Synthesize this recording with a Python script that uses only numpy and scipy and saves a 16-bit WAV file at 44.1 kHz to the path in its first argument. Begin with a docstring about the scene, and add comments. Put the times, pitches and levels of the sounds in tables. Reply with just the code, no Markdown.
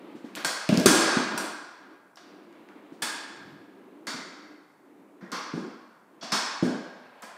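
"""Kick scooter in a bare room

A child rides a kick scooter across the laminate floor of a large bare room, hopping as he rolls away.
At each hop, impacts excite the modes of the steel frame, which clacks, and its loose fittings tick.
Wheels and feet thump the hollow boards, and the wheels rumble in between.
Reflections from the hard walls give every blow a long bright tail."""
import sys
import numpy as np
from scipy import signal
from scipy.fft import rfft, irfft, next_fast_len
from scipy.io import wavfile
from scipy.ndimage import uniform_filter1d, minimum_filter1d, map_coordinates

SR = 44100
rng = np.random.default_rng(int(sys.argv[2]) if len(sys.argv) > 2 else 0)


def inscribe(sig):
    """Save sig as 16-bit PCM at rate SR to the path in sys.argv[1].

    A 1-D sig is mono; a 2-D sig holds one channel per row.
    Samples are clipped to [-1, 1] before scaling.
    """
    pcm = np.round(np.clip(np.atleast_2d(sig).T, -1, 1) * 32767)
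    wavfile.write(sys.argv[1], SR, pcm.astype(np.int16))


N = 325017
TAIL = 65536  # samples in one blow with its reverberation
TAIL_T, TAIL_HZ = np.arange(TAIL) / SR, np.fft.rfftfreq(TAIL, 1 / SR)
FAR_LOSS_DB = 10.5  # fall of the direct-to-reverberant ratio at ten times the distance


def clack(s, db, clang_db, edge_db, chatter_s, deck_hz, stem_hz):
    """Modal excitation: steel parts collide and rebound; the point struck selects deck and stem modes."""
    # spectral envelope of the frame: (frequency [Hz], gain [dB])
    frame = [(60, -49), (180, -9.5), (450, -5.5), (800, -2.5), (1050, 0), (1650, -4), (2100, -5),
             (2850, -11), (3900, -9.5), (4700, -8), (6200, -10), (9500, -14.5), (11500, -24),
             (15500, -26.5)]
    # main modes of the steel: (frequency [Hz], width [Hz], gain [dB])
    steel = [(643, 29, 3.1), (1239, 19, 1.9), (1453, 110, 4), (1630, 66, 5.7), (2566, 190, 2),
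             (3397, 130, 6.2), (3750, 54, 3), (4435, 310, 5.4), (4860, 70, 3), (5210, 120, 3.2),
             (5593, 110, 4.5), (6010, 37, 1.8), (6800, 56, 5.5), (7600, 58, 7.5), (8310, 70, 4.2),
             (8900, 95, 2.1)]
    t, hz = TAIL_T, TAIL_HZ
    frame_db = along(frame, hz) + sum(gain * resonance(hz, mode, width) for mode, width, gain in steel)
    # the many lesser modes take new strengths at every blow
    lesser_db = 2 * map_coordinates(rng.standard_normal(256), [hz / 95], order=1)
    struck_db = 7.5 * resonance(hz, deck_hz, width=130) + 6 * resonance(hz, stem_hz, width=190)
    hardness_db = along([(1700, 0.012), (4500, clang_db), (6000, clang_db), (9000, edge_db)], hz)
    colour = unit(amp(frame_db + lesser_db)) * amp(hardness_db + struck_db)
    # the struck deck and stem give a brief metallic ping
    ping = np.sin(2 * np.pi * stem_hz * t) + .5 * np.sin(2 * np.pi * deck_hz * t)
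    ping *= np.exp(-t / min(0.016, 4 * chatter_s))
    spread_db = -7.5 * np.log10(chatter_s / 0.0033)  # longer chatter has a lower peak
    direct = amp(spread_db) * (contact(chatter_s) + amp(-19) * ping)
    add(direct, s=0.018, sound=amp(-19.5) * contact(chatter_s=.014))  # the loose parts fall back
    direct *= amp(16.5 - FAR_LOSS_DB * remoteness(s))
    return amp(db) * ring(direct + room_tail(build_s=chatter_s / 2), colour)


def hops():
    """Force transmission: each blow clacks the frame and, a moment later, shoves the boards."""
    # blows on the frame: (time [s], relative level [dB], clang near 5 kHz [dB], edge from 9 kHz [dB],
    # chatter decay [s], deck mode [Hz], stem mode [Hz])
    blows = [(.358, -37.5, -7.5, -22, 0.041, 2500, 3030), (0.4471, -31.5, 4, 7, 0.0037, 652, 1584),
             (.859, -15, 4, 10, 0.0045, 1580, 6350), (1.376, -36, -0.5, 7, 0.0048, 1408, 5710),
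             (2.171, -53, -2.5, -20.5, 0.0076, 700, 4810), (2.695, -59.5, -21, -26, 0.0087, 730, 3320),
             (3.020, -33, 1.5, 7.5, 0.017, 1722, 3404), (4.070, -37, 3, -1, 0.0068, 1332, 2110),
             (5.208, -49.5, -11, -30, 0.021, 1370, 1900), (5.317, -35, 1, -21, 0.021, 1080, 1420),
             (6.211, -53, 10, -11, .009, 1410, 3400), (6.225, -40.5, 2.5, -9, 0.017, 660, 5460),
             (6.319, -28.5, 5, 0.5, 0.0115, 1074, 5160), (6.335, -37, -1, -3.5, 0.0068, 1300, 1590),
             (7.224, -43.5, -6.5, -6, 0.012, 2420, 3100)]
    out = np.zeros(N)
    for s, db, *timbre in blows:
        add(out, s, clack(s, db + 1, *timbre))
        add(out, s + 0.00504, thump(s, db - 4, pitch_hz=240, knock_db=-3, boom_db=-12))
    return out


def thump(s, db, pitch_hz, knock_db, boom_db):
    """Panel radiation: a push of about two cycles drives the floating boards, which knock and boom."""
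    # response of the boards: (frequency [Hz], gain [dB])
    boards = [(40, -30), (110, -18), (170, -1.5), (230, 1), (340, -3.5), (460, -10), (650, -20.5),
              (900, -22.5), (2000, -49.5), (6000, -77.5)]
    push_age = TAIL_T * pitch_hz / .65  # 1 at the crest of the envelope
    push = -np.sin(2 * np.pi * pitch_hz * TAIL_T) * (push_age * np.exp(1 - push_age)) ** 2
    panel_db = 7.5 * resonance(TAIL_HZ, pitch_hz, width=110)
    knock = amp(knock_db * resonance(TAIL_HZ, centre=640, width=160))
    colour = unit(amp(along(boards, TAIL_HZ) + panel_db)) * knock
    slap = amp(7) * contact(chatter_s=.011)
    boom = ring(slap + room_tail(build_s=0.024), colour)
    boom_gain = amp(boom_db + 10 * remoteness(s))  # the boom gains on the push with distance
    return amp(db) * (push + boom_gain * boom)


def landings():
    """Impact coupling: each landing thumps the boards and leaves the frame rattling faintly."""
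    # wheels and feet meeting the floor: (time [s], level [dB], pitch [Hz], woody knock [dB])
    impacts = [(0.151, -33, 292, -4), (0.242, -31.5, 278, 9), (.691, -9, 230, 20.5), (.723, -11.5, 217, 6),
               (0.744, -17.5, 395, 16), (.775, -12, 198, 8), (0.799, -15.5, 240, 1.5),
               (0.8583, 6.5, 333, 4.5), (1.168, -13, 220, 9), (1.342, -24.5, 253, 8.5),
               (2.921, -36, 320, 4), (4.141, -33.5, 206, 4), (5.225, -38.5, 215, 15),
               (5.536, -22, 220, -3.5), (5.556, -29.5, 240, -0.5), (5.575, -29.5, 359, -8.5),
               (6.6255, -10.5, 234, 6), (6.641, -26.5, 240, 11)]
    out = np.zeros(N)
    for s, db, pitch_hz, knock_db in impacts:
        add(out, s, thump(s, db, pitch_hz, knock_db, boom_db=-18))
        rattle = clack(s, db - 30, clang_db=0, edge_db=-1, chatter_s=0.038, deck_hz=1600, stem_hz=3080)
        add(out, s, rattle)
    return out


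def ticks(snap_s=.0009, slope_db_per_octave=-12):
    """Brief contact, broad band: a fitting snaps against its seat and clicks around its own pitch."""
    # snaps of the loose fittings: (time [s], level [dB], pitch [Hz])
    snaps = [(.352, -23.5, 3320), (0.3581, -30, 8500), (.690, -15.5, 2600), (0.7411, -20, 2530),
             (.774, -18, 5105), (0.799, -23, 5600), (.862, -4.5, 6440), (1.377, -28, 8650),
             (2.158, -44.5, 5500), (2.171, -42.5, 3500), (2.5269, -43, 1600), (2.6883, -39.5, 1410),
             (3.023, -21, 3373), (4.069, -31, 4420), (5.318, -33, 5300), (7.222, -37, 8000)]
    out = np.zeros(N)
    for s, db, pitch_hz in snaps:
        band = amp(slope_db_per_octave * np.abs(np.log2((TAIL_HZ + 1) / pitch_hz)))
        room = amp(-26 + FAR_LOSS_DB * remoteness(s)) * room_tail(build_s=snap_s)
        add(out, s, amp(db) * ring(contact(snap_s) + room, unit(band)))
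    return out


def wheels(rise_db_per_s=131.5, fade_db_per_s=76):
    """Rolling noise: uneven planks modulate the rumble of the wheels and the whirr of their bearings."""
    # stretches of rolling: (start [s], end [s], rumble [dB], whirr [dB])
    runs = [(0, 0.44, -47, -54.5), (1.104, 1.45, -40.5, -43), (1.827, 1.95, -56, -63),
            (2.271, 3.506, -51.5, -59.5), (3.498, 4.534, -51, -63.5), (4.87, 5.761, -54.5, -68),
            (6.137, 6.843, -57, -65), (7.053, 7.37, -72, -56.5)]
    # spectra of wheels on planks, a hollow patch of floor and the bearings: (frequency [Hz], level [dB])
    rumble_spectrum = [(35, -63), (70, -45), (110, -23.5), (150, -29), (190, -7), (235, -7), (295, 1.5),
                       (355, -2), (430, -9), (550, -14), (750, -18.5), (1500, -54)]
    hollow_spectrum = [(40, -29), (90, -9), (140, -7), (220, -8), (500, -51.5)]
    bearing_spectrum = [(250, -13.5), (550, 2.5), (1000, 3.5), (1600, -4.5), (2300, -5), (4000, -13.5),
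                        (6000, -27.5), (12000, -35.5)]
    t, bumps = np.arange(N) / SR, wobble(knots_per_s=22)
    rumble_gain, whirr_gain = np.zeros(N), np.zeros(N)
    for start, end, rumble_db, whirr_db in runs:
        shape_db = np.minimum(0, np.minimum(rise_db_per_s * (t - start), fade_db_per_s * (end - t)))
        rumble_gain = np.maximum(rumble_gain, amp(rumble_db + shape_db))
        whirr_gain = np.maximum(whirr_gain, amp(whirr_db + shape_db))
    crossing = np.exp(-((t - 3.49) / 0.11) ** 2)  # the wheels pass over the hollow patch
    hollow = amp(-53.5) * crossing * noise(hollow_spectrum)
    rumble = rumble_gain * noise(rumble_spectrum)
    whirr = whirr_gain * noise(bearing_spectrum)
    return amp(-0.5 * bumps) * (rumble + hollow) + amp(-0.93 * bumps) * whirr


def room_tail(build_s):
    """Reverberation: wall echoes build up, then each frequency decays at its own rate."""
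    # reverberation time of the room: (frequency [Hz], time to fall 60 dB [s])
    t60 = [(100, 0.38), (260, 0.33), (700, 1.277), (1500, 1.488), (2800, 1.15), (5000, 0.98), (8000, 0.69),
           (13000, 0.43)]
    hz, t, spectra = signal.stft(rng.standard_normal(TAIL), SR, nperseg=256)
    decay = amp(-60 * t / along(t60, hz)[:, None])
    tail = signal.istft(spectra * decay, SR, nperseg=256)[1][:TAIL]
    return tail * (1 - np.exp(-TAIL_T / build_s))


def hiss():
    """Noise floor: a faint, steady hiss."""
    # background spectrum: (frequency [Hz], relative level [dB])
    spectrum = [(30, -2.5), (200, 16.5), (1000, 16), (2300, 2.5), (3200, -13.5), (8000, -7.5),
                (15000, -11.5)]
    return amp(-62.5) * noise(spectrum)


def remoteness(s):
    """Logarithmic distance of the scooter at time s: 0 at 1 m, 1 at 10 m."""
    # path of the scooter: (time [s], distance from the microphone [m])
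    distance = [(.9, 3.05), (3, 3.1), (5.3, 18), (7.37, 3.4)]
    return np.log10(np.interp(s, *np.transpose(distance)))


def contact(chatter_s):
    """Contact force: two parts bite, then chatter with exponential decay."""
    attack = 1 - np.exp(-TAIL_T / (0.13 * chatter_s))
    return rng.standard_normal(TAIL) * np.exp(-TAIL_T / chatter_s) * attack


def resonance(hz, centre, width):
    """Lorentzian curve of one mode, 1 at its centre."""
    return 1 / (1 + (2 * (hz - centre) / width) ** 2)


def ring(x, gain):
    """Minimum-phase filtering: x passes through a causal body with this gain per frequency."""
    cepstrum = irfft(np.log(np.maximum(gain, 1e-6)))
    cepstrum[1:TAIL // 2] *= 2
    cepstrum[TAIL // 2 + 1:] = 0
    impulse_response = irfft(np.exp(rfft(cepstrum)))[:TAIL // 8]
    return signal.fftconvolve(x, impulse_response)[:TAIL]


def noise(spectrum):
    """Spectral shaping: steady coloured noise of rms 1."""
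    size = next_fast_len(N + 8192)
    gain = amp(along(spectrum, np.fft.rfftfreq(size, 1 / SR)))
    return unit(irfft(rfft(rng.standard_normal(size)) * gain, size)[:N])


def wobble(knots_per_s):
    """Random modulation: a smooth curve through random knots."""
    knots = rng.standard_normal(int(N * knots_per_s / SR) + 4)
    return map_coordinates(knots, [np.arange(N) * knots_per_s / SR])


def along(points, hz):
    """Interpolation of (frequency [Hz], value) points on a logarithmic frequency axis."""
    frequencies, values = np.transpose(points)
    return np.interp(np.log(hz + 1), np.log(frequencies + 1), values)


def amp(db):
    """Decibels as an amplitude ratio."""
    return 10 ** (np.asarray(db) / 20)


def unit(x):
    """Normalisation to rms 1."""
    return x / np.sqrt(np.mean(x ** 2) + 1e-20)


def add(track, s, sound):
    """Superposition of a sound on the track at time s."""
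    part = track[max(round(s * SR), 0):][:len(sound)]
    part += sound[:len(part)]


def limiter(x, release_db_per_s=28):
    """Peak limiting: a peak over full scale turns the gain down at once; it then creeps back up."""
    over_db = np.maximum(20 * np.log10(np.abs(x) + 1e-9), 0)
    recovery_db = release_db_per_s * np.arange(N) / SR
    cut_db = np.maximum.accumulate(over_db + recovery_db, axis=-1) - recovery_db
    smooth_gain_db = uniform_filter1d(minimum_filter1d(-cut_db, size=65), size=65)
    return x * amp(smooth_gain_db)


def scene():
    """Superposition: the scooter, the floor and the hiss sum in one channel."""
    return (hops() + ticks() + landings() + wheels() + hiss())[None]


def record(dry, low_cut_hz=120, top_hz=15600):
    """Band limiting and nonlinearity: a phone microphone thins the bass and ducks on the hardest blow."""
    bass_cut = signal.butter(3, low_cut_hz, 'high', fs=SR, output='sos')
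    limited = limiter(signal.sosfilt(bass_cut, dry))
    distorted = np.clip(limited + .1 * limited ** 2, -1, 1)  # slightly asymmetric
    size = next_fast_len(N + 8192)
    passband = np.fft.rfftfreq(size, 1 / SR) < top_hz
    return irfft(rfft(distorted, size) * passband, size)[..., :N]


dry = scene()
out = record(dry)
inscribe(out)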